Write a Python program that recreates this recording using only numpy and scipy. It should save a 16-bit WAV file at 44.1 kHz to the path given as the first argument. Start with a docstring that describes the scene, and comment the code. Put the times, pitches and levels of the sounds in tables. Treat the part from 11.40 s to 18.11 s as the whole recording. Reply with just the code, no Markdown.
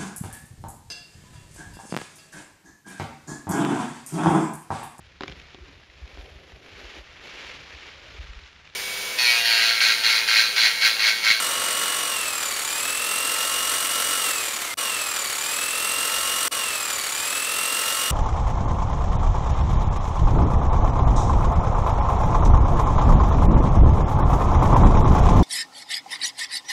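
"""A geared electric motor whines close by: a 6-tooth pinion meshes with a 63-tooth wheel.
It sags, spins up again and winds down; twice the sound cuts out and an earlier stretch plays over again.
Tooth-mesh harmonics with wheel-turn sidebands make the whine; rough flanks grind through a resonant casing.
A hum, a slow shaft shake and a panel rattle swell at times; quiet low outdoor air, shaped noise, lies underneath."""
import sys
import numpy as np
from scipy import signal
from scipy.fft import rfft, irfft
from scipy.io import wavfile

SR = 44100
rng = np.random.default_rng(int(sys.argv[2]) if len(sys.argv) > 2 else 0)


def invert_db(level):
    """Linear amplitude ratio for a level in decibels (20 dB per decade), elementwise."""
    return 10 ** (np.asarray(level, dtype=float) / 20)


def wrap_up_sound(samples):
    """Save the sound to the file named by the first command line argument, as 16-bit audio."""
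    columns = np.atleast_2d(samples).T
    # keep every value between -1 and 1, then stretch to whole-number steps
    tamed = np.clip(columns, -1, 1)
    steps = np.round(tamed * 32767).astype(np.int16)
    wavfile.write(sys.argv[1], SR, steps)


N = 295909
T = np.arange(N) / SR   # time, s
WHEEL_TEETH, PINION_TEETH = 63, 6
HIGH_SPOT_AT = .14   # place in a wheel turn of the grinding's high spot, turns


def rms_one(x):
    """Normalisation: scale to unit root-mean-square."""
    return x / np.sqrt(np.mean(x ** 2) + 1e-20)


def in_time(rows):
    """Linear interpolation: each column after t/s becomes one value a sample."""
    s, *columns = np.transpose(rows)
    return [np.interp(T, s, column) for column in columns]


def coloured(x, spectrum):
    """Spectral shaping: a smooth (f/Hz, level/dB) outline, interpolated over log frequency."""
    hz = np.maximum(np.fft.rfftfreq(N, 1 / SR), 1)
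    points_hz, points_db = np.transpose(spectrum)
    gain_db = np.interp(np.log(hz), np.log(points_hz), points_db)
    return irfft(rfft(x) * invert_db(gain_db), N)


def drift(pole_hz):
    """Low-pass random process: noise through two equal poles, computed every 40 samples, unit rms."""
    r = np.exp(-80 * np.pi * pole_hz / SR)
    noise = rng.standard_normal(N // 40 + 2002)
    slow = signal.lfilter([1], [1, -2 * r, r * r], noise)[2000:]   # settled part only
    return np.interp(np.arange(N) / 40, np.arange(len(slow)), rms_one(slow))


def swelling(rest_db, swells):
    """Amplitude envelope: a rest level with Gaussian rises in dB."""
    rise_db = sum(db * np.exp(-((T - peak_s) / width_s) ** 2) for peak_s, width_s, db in swells)
    return invert_db(rest_db + rise_db)


def resonance(x, hz, width_hz):
    """Second-order resonator: one ringing band, gain 1 at its peak."""
    r = np.exp(-np.pi * width_hz / SR)
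    poles = [1, -2 * r * np.cos(2 * np.pi * hz / SR), r * r]
    return signal.lfilter([(1 - r * r) / 2, 0, (r * r - 1) / 2], poles, x)


def worn(turns, size):
    """Periodicity of rotation: a fixed random surface is met again on every turn."""
    surface = rng.standard_normal(size)
    return rms_one(np.interp(turns % 1, np.arange(size) / size, surface, period=1))


def shaft_tones(turns, tones, waver_db=3.5):
    """Shaft orders: faults that recur a whole number of times a turn give slowly wavering sines."""
    out = np.zeros(N)
    for order, db in tones:
        level = invert_db(db + waver_db * drift(3.7))
        out += level * np.sin(2 * np.pi * (order * turns + rng.random()))
    return out


# Outline of the outdoor air: f/Hz, relative spectral level/dB
AIR_OUTLINE = [(40, -12), (85, 2), (200, -10.5), (500, -7), (900, -17), (1500, -19), (16000, -23)]
# Swells of the air: peak t/s, half width t/s, rise in level/dB
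AIR_RISES = [(4.9, 0.98, 3.5), (6.7, 0.99, 1.8)]


def outdoor_air():
    """Broadband noise: a mostly low random spectrum whose level drifts."""
    noise = rms_one(coloured(rng.standard_normal(N), AIR_OUTLINE))
    return swelling(-56, AIR_RISES) * invert_db(2.0 * drift(7.1)) * noise


# Swells of the slow shake: peak t/s, half width t/s, rise in level/dB
SHAKE_RISES = [(1.3, .4, 6.5), (2.15, 0.27, 14), (2.7, .3, 12)]


def shaft_shake(wheel):
    """First shaft order: one sine cycle a wheel turn."""
    return swelling(-72.5, SHAKE_RISES) * np.sqrt(2) * np.sin(2 * np.pi * wheel)


# Swells of the hum: peak t/s, half width t/s, rise in level/dB
HUM_RISES = [(0.1, 0.37, 16.5), (.6, 0.33, 16.5), (1.45, 0.055, 5.2), (2.2, .4, 19.6)]


def hum(wheel):
    """A higher shaft order: a sine at 24 cycles a wheel turn."""
    return swelling(-60, HUM_RISES) * shaft_tones(wheel, [(24, 3)], waver_db=1)


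# Swells of the panel rattle: peak t/s, half width t/s, rise in level/dB
RATTLE_RISES = [(0, 0.31, 11), (1.02, 0.069, 13), (2.15, 0.17, 9), (2.8, .12, 3.5)]


def panel_rattle(wheel):
    """Forced resonance: a loose panel buzzes at its own pitch, shaken twice a wheel turn by the high spots."""
    shaken = invert_db(8.2 * np.cos(4 * np.pi * (wheel - HIGH_SPOT_AT)))
    rough = rng.standard_normal(N) + 1.8 * worn(wheel, size=1008)
    buzz = rms_one(resonance(shaken * rough, hz=1325, width_hz=110))
    return swelling(-44.5, RATTLE_RISES) * buzz


def grit():
    """Impulsive excitation: dense ticks of uneven size between the teeth, softened by a low-pass."""
    per_s, level_db, spread_db, cut_hz = 900, -7.5, 3.5, 5500   # level is before the low-pass
    sizes = invert_db(spread_db * np.minimum(rng.exponential(1, N), 3)) * rng.choice([-1, 1], N)
    ticks = invert_db(level_db) * rms_one(sizes * (rng.random(N) < per_s / SR))
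    return signal.sosfilt(signal.butter(2, cut_hz, fs=SR, output="sos"), ticks)


def knocks(wheel, slack):
    """Backlash impact: loose teeth strike twice a wheel turn as short decaying bursts of noise."""
    decay_s = 0.0011
    at = np.flatnonzero(np.diff(np.floor(wheel * 2 + .1)))
    blows = np.zeros(N)
    blows[at] = slack[at] * invert_db(10.5 + 1.5 * rng.standard_normal(len(at)))
    bursts = rng.standard_normal(N) * signal.lfilter([1], [1, -np.exp(-1 / (decay_s * SR))], blows)
    return signal.sosfilt(signal.butter(2, [900, 11000], "band", fs=SR, output="sos"), bursts)


# Tones of the wheel shaft: cycles per wheel turn, level/dB over the random grinding
WHEEL_ORDERS = [(19, -29), (20, -25), (21, -23), (22, -27), (23, -25), (25, -30), (26, -28), (28, -26),
                (29, -24), (30, -25), (45, -28)]
# Tones of the pinion shaft: cycles per pinion turn, level/dB over the random grinding
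PINION_ORDERS = [(17, -25), (21, -24), (22, -28), (25, -26)]


def gear_noise(teeth, slack):
    """Roughness excitation: flanks grind, partly alike each turn; two high spots on the wheel swell it."""
    wheel, pinion = teeth / WHEEL_TEETH - HIGH_SPOT_AT, teeth / PINION_TEETH
    grind = rng.standard_normal(N) + .5 * worn(wheel, size=1008) + grit()
    grind = grind + shaft_tones(wheel, WHEEL_ORDERS) + shaft_tones(pinion, PINION_ORDERS)
    swell_db = 1.1 * np.cos(2 * np.pi * wheel) + .9 * np.cos(4 * np.pi * wheel)
    swell_db = swell_db + .9 * worn(wheel, size=24)
    swell_db = swell_db + 0.23 * drift(5.1) + 1.8 * slack * drift(45)   # loose teeth flutter more
    return grind * invert_db(swell_db) + knocks(wheel, slack)


# Colour the casing gives the grinding: f/Hz, relative spectral level/dB
CASING_OUTLINE = [(35, -45), (60, -33), (129, -18.5), (292, -7.5), (344, -9), (547, -3.5), (979, -8),
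                  (1100, -4.5), (1320, -2), (1520, -4.5), (2920, -1.5), (4550, -3.5), (5350, -8.5),
                  (8520, -7), (15600, -17)]
# Resonances of the casing: f/Hz, bandwidth f/Hz, peak gain level/dB
CASING_RINGS = [(315, 49, 1.5), (567, 36, 1.5), (903, 7, 9), (1095, 107, 4.5), (1334, 110, 4),
                (1750, 390, 3.5), (2043, 30, 4.5), (5780, 540, 3.5), (7350, 105, 6.5), (8140, 860, 4),
                (10280, 750, 4.5), (12070, 840, 3.5), (14300, 870, 6.5)]


def housing(x, bright_db):
    """Structural resonance: the casing colours the grinding and rings; its treble has its own gain."""
    x = coloured(x, CASING_OUTLINE)
    for hz, width_hz, ring_db in CASING_RINGS:
        x = x + (invert_db(ring_db) - 1) * resonance(x, hz, width_hz)
    x = rms_one(x)
    low = signal.sosfilt(signal.butter(2, 9500, fs=SR, output="sos"), x)
    return low + invert_db(bright_db) * (x - low)


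# Grinding through the run: t/s, level/dB before the treble gain, slack of the teeth (0-1)
GRINDING = [(0, -25, 0.56), (.5, -24.5, 0.4), (.75, -26.5, 0), (1.0, -28, 0.8), (1.21, -29, 1),
            (1.4, -27, 0.45), (1.6, -27, 0.36), (1.95, -25.5, 0.27), (2.35, -26, 0.62), (2.85, -25.5, 0.54),
            (3.05, -27.5, .6), (3.2, -28.5, 0.5), (3.34, -31, 0)]


def grinding(teeth, fade_db):
    """Source and filter: gear noise excites the casing, its treble rising with time and fading with the coast."""
    noise_db, slack = in_time(GRINDING)
    bright_db = -0.5 + 1.16 * T + 0.57 * fade_db   # 1.16 dB per s
    return invert_db(noise_db) * housing(gear_noise(teeth, np.clip(slack, 0, 1)), bright_db)


# Sidebands of an eccentric wheel, one row a mesh tone: level/dB at -3, -2, -1, 0, +1, +2 wheel turns
SIDEBANDS = [(-16, -13, -13, 0, -11, -15), (-13, -8, -6, 0, -8, -16), (-18, -9, -1, 0, -9, -16),
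             (-12, -5, -2, 0, -8, -14)]
# Where in a wheel turn each mesh tone peaks: one value a tone [turns]
PEAK_TURN = [.38, .38, .24, .26]


def mesh_tones(teeth, tones_db, runout_db):
    """Modulation by eccentricity: tooth-rate harmonics carry sidebands a wheel turn apart, never quite alike."""
    out = np.zeros(N)
    for k, (tone_db, lines, late) in enumerate(zip(tones_db, SIDEBANDS, PEAK_TURN)):
        flutter = invert_db(tone_db + .8 * drift(10) + .6 * (k + 1) * drift(40))
        for j, line_db in enumerate(lines):
            turns_off = j - 3
            cycles = teeth * (k + 1) + turns_off * (teeth / WHEEL_TEETH - late)
            slip = 0.17 * drift(28)   # radians; backlash lets the contact slip in phase
            side_db = line_db + runout_db * (k == 0 and turns_off != 0)   # first tone's sidebands only
            out += flutter * invert_db(side_db) * np.cos(2 * np.pi * cycles + slip)
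    return np.sqrt(2) * out


# How well the casing carries each mesh tone: tooth rate f/Hz, tone 1 to tone 4 level/dB
CARRIED = [(2080, -37, -46, -49, -33), (2180, -40, -45, -43, -37), (2234, -43.5, -40.5, -44, -39.5),
           (2360, -42, -42.5, -35.5, -47.5), (2560, -37, -44.5, -37, -40.5), (2610, -36, -52, -36, -41.5),
           (2690, -33, -51, -40.5, -38.5), (2774, -31.5, -54, -34.5, -42.5),
           (2765, -31.5, -47.5, -34.5, -46.5), (2864, -32.5, -37.5, -39, -48), (2840, -36, -36.5, -35, -52),
           (2980, -32, -49, -39, -56)]
# Change of each mesh tone while the teeth carry no drive: one level/dB a tone
UNLOADED = [0, 0, 0, -2.5]
# How strongly each mesh tone takes the coasting fade: one factor a tone
FADE_WEIGHTS = [0, 2.2, .8, 2.2]


def whine(teeth, hz, power, fade_db):
    """Load and transmission: tooth rate, drive and coasting set the level of each mesh tone."""
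    rates, *carried = np.transpose(CARRIED)
    tones_db = []
    for k, db in enumerate(carried):
        tone_db = np.interp(hz, rates, db) + fade_db * FADE_WEIGHTS[k]
        tones_db.append(tone_db + UNLOADED[k] * (1 - power))
    wobble_hz, wobble_width_hz = 2690, 135
    wobble_db = 9.0 * np.exp(-((hz - wobble_hz) / wobble_width_hz) ** 2)
    runout_db = -3 + power * (wobble_db - 4)   # power steadies the wheel, except near the wobble speed
    return mesh_tones(teeth, tones_db, runout_db)


# Power cuts: off t/s, on t/s, first sag [Hz per s], fading [dB per s, before each tone's factor]
POWER_CUTS = [(.6817, 1.211, 1648.6, 0), (2.7949, 9, 1859.6, 10)]


def speed():
    """Rotor inertia: coasts down when cut off, climbs back in two stages; gives tooth rate, power, fade."""
    full_hz, start_short_hz = 2919.47, 30.06   # tooth contacts per s; shortfall left from the start
    coast_lag_s, switch_s = 1.2961, .0201   # friction eases as it slows; softness of the switch
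    quick_s, slow_s, quick_share = .1387, .5087, .3599   # the rotor is quick, the load follows slowly

    def since(start_s):
        """Soft ramp: seconds passed since start_s."""
        return switch_s * np.logaddexp(0, (T - start_s) / switch_s)

    hz, idle, fade_db = full_hz - start_short_hz * np.exp(-T / slow_s), 0, 0
    for off_s, on_s, sag, fade in POWER_CUTS[::-1]:
        coasted = since(off_s) - since(on_s)
        driven = since(on_s) - idle   # later coasting does not count
        left = quick_share * np.exp(-driven / quick_s) + (1 - quick_share) * np.exp(-driven / slow_s)
        lost_hz = sag * coast_lag_s * (1 - np.exp(-coasted / coast_lag_s))
        hz = hz - lost_hz * np.minimum(left, 1)
        idle = idle + coasted
        fade_db = fade_db - fade * coasted
    power = 1 - np.gradient(idle) * SR
    return hz, power, fade_db


def motor():
    """Synchronous gearing: whine, grinding, hum, shake and rattle all follow the count of teeth passed."""
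    hz, power, fade_db = speed()
    teeth = np.cumsum(hz) / SR
    wheel = teeth / WHEEL_TEETH
    low_parts = shaft_shake(wheel) + hum(wheel)
    return low_parts + panel_rattle(wheel) + grinding(teeth, fade_db) + whine(teeth, hz, power, fade_db)


# Cuts: sound stops t/s, starts again t/s, from motor time t/s
REPLAYS = [(3.341, 3.3712, .63696), (5.0805, 5.11057, .63696)]


def replayed(x):
    """Gating and repetition: a hard stop, a short silence, then an earlier stretch fades in again."""
    fade_in_s = .009
    out = x.copy()
    for stop_s, start_s, from_s in REPLAYS:
        start, origin = round(start_s * SR), round(from_s * SR)
        out[round(stop_s * SR):] = 0
        fade = np.clip(np.arange(N - start) / (fade_in_s * SR), 0, 1)
        out[start:] = fade * x[origin:origin + N - start]
    return out


def scene():
    """Superposition: the motor, with its cuts, over the uninterrupted outdoor air."""
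    return (outdoor_air() + replayed(motor()))[None]


def low_pass(x):
    """Removes everything above the highest recorded frequency."""
    return signal.sosfilt(signal.butter(12, 17060, fs=SR, output="sos"), x)


def record(dry):
    """Band limiting: a steep elliptic low-pass cuts the top."""
    mix = signal.sosfilt(signal.ellip(12, .5, 70, 15680, fs=SR, output="sos"), dry)
    return low_pass(mix)


dry = scene()
out = record(dry)
wrap_up_sound(out)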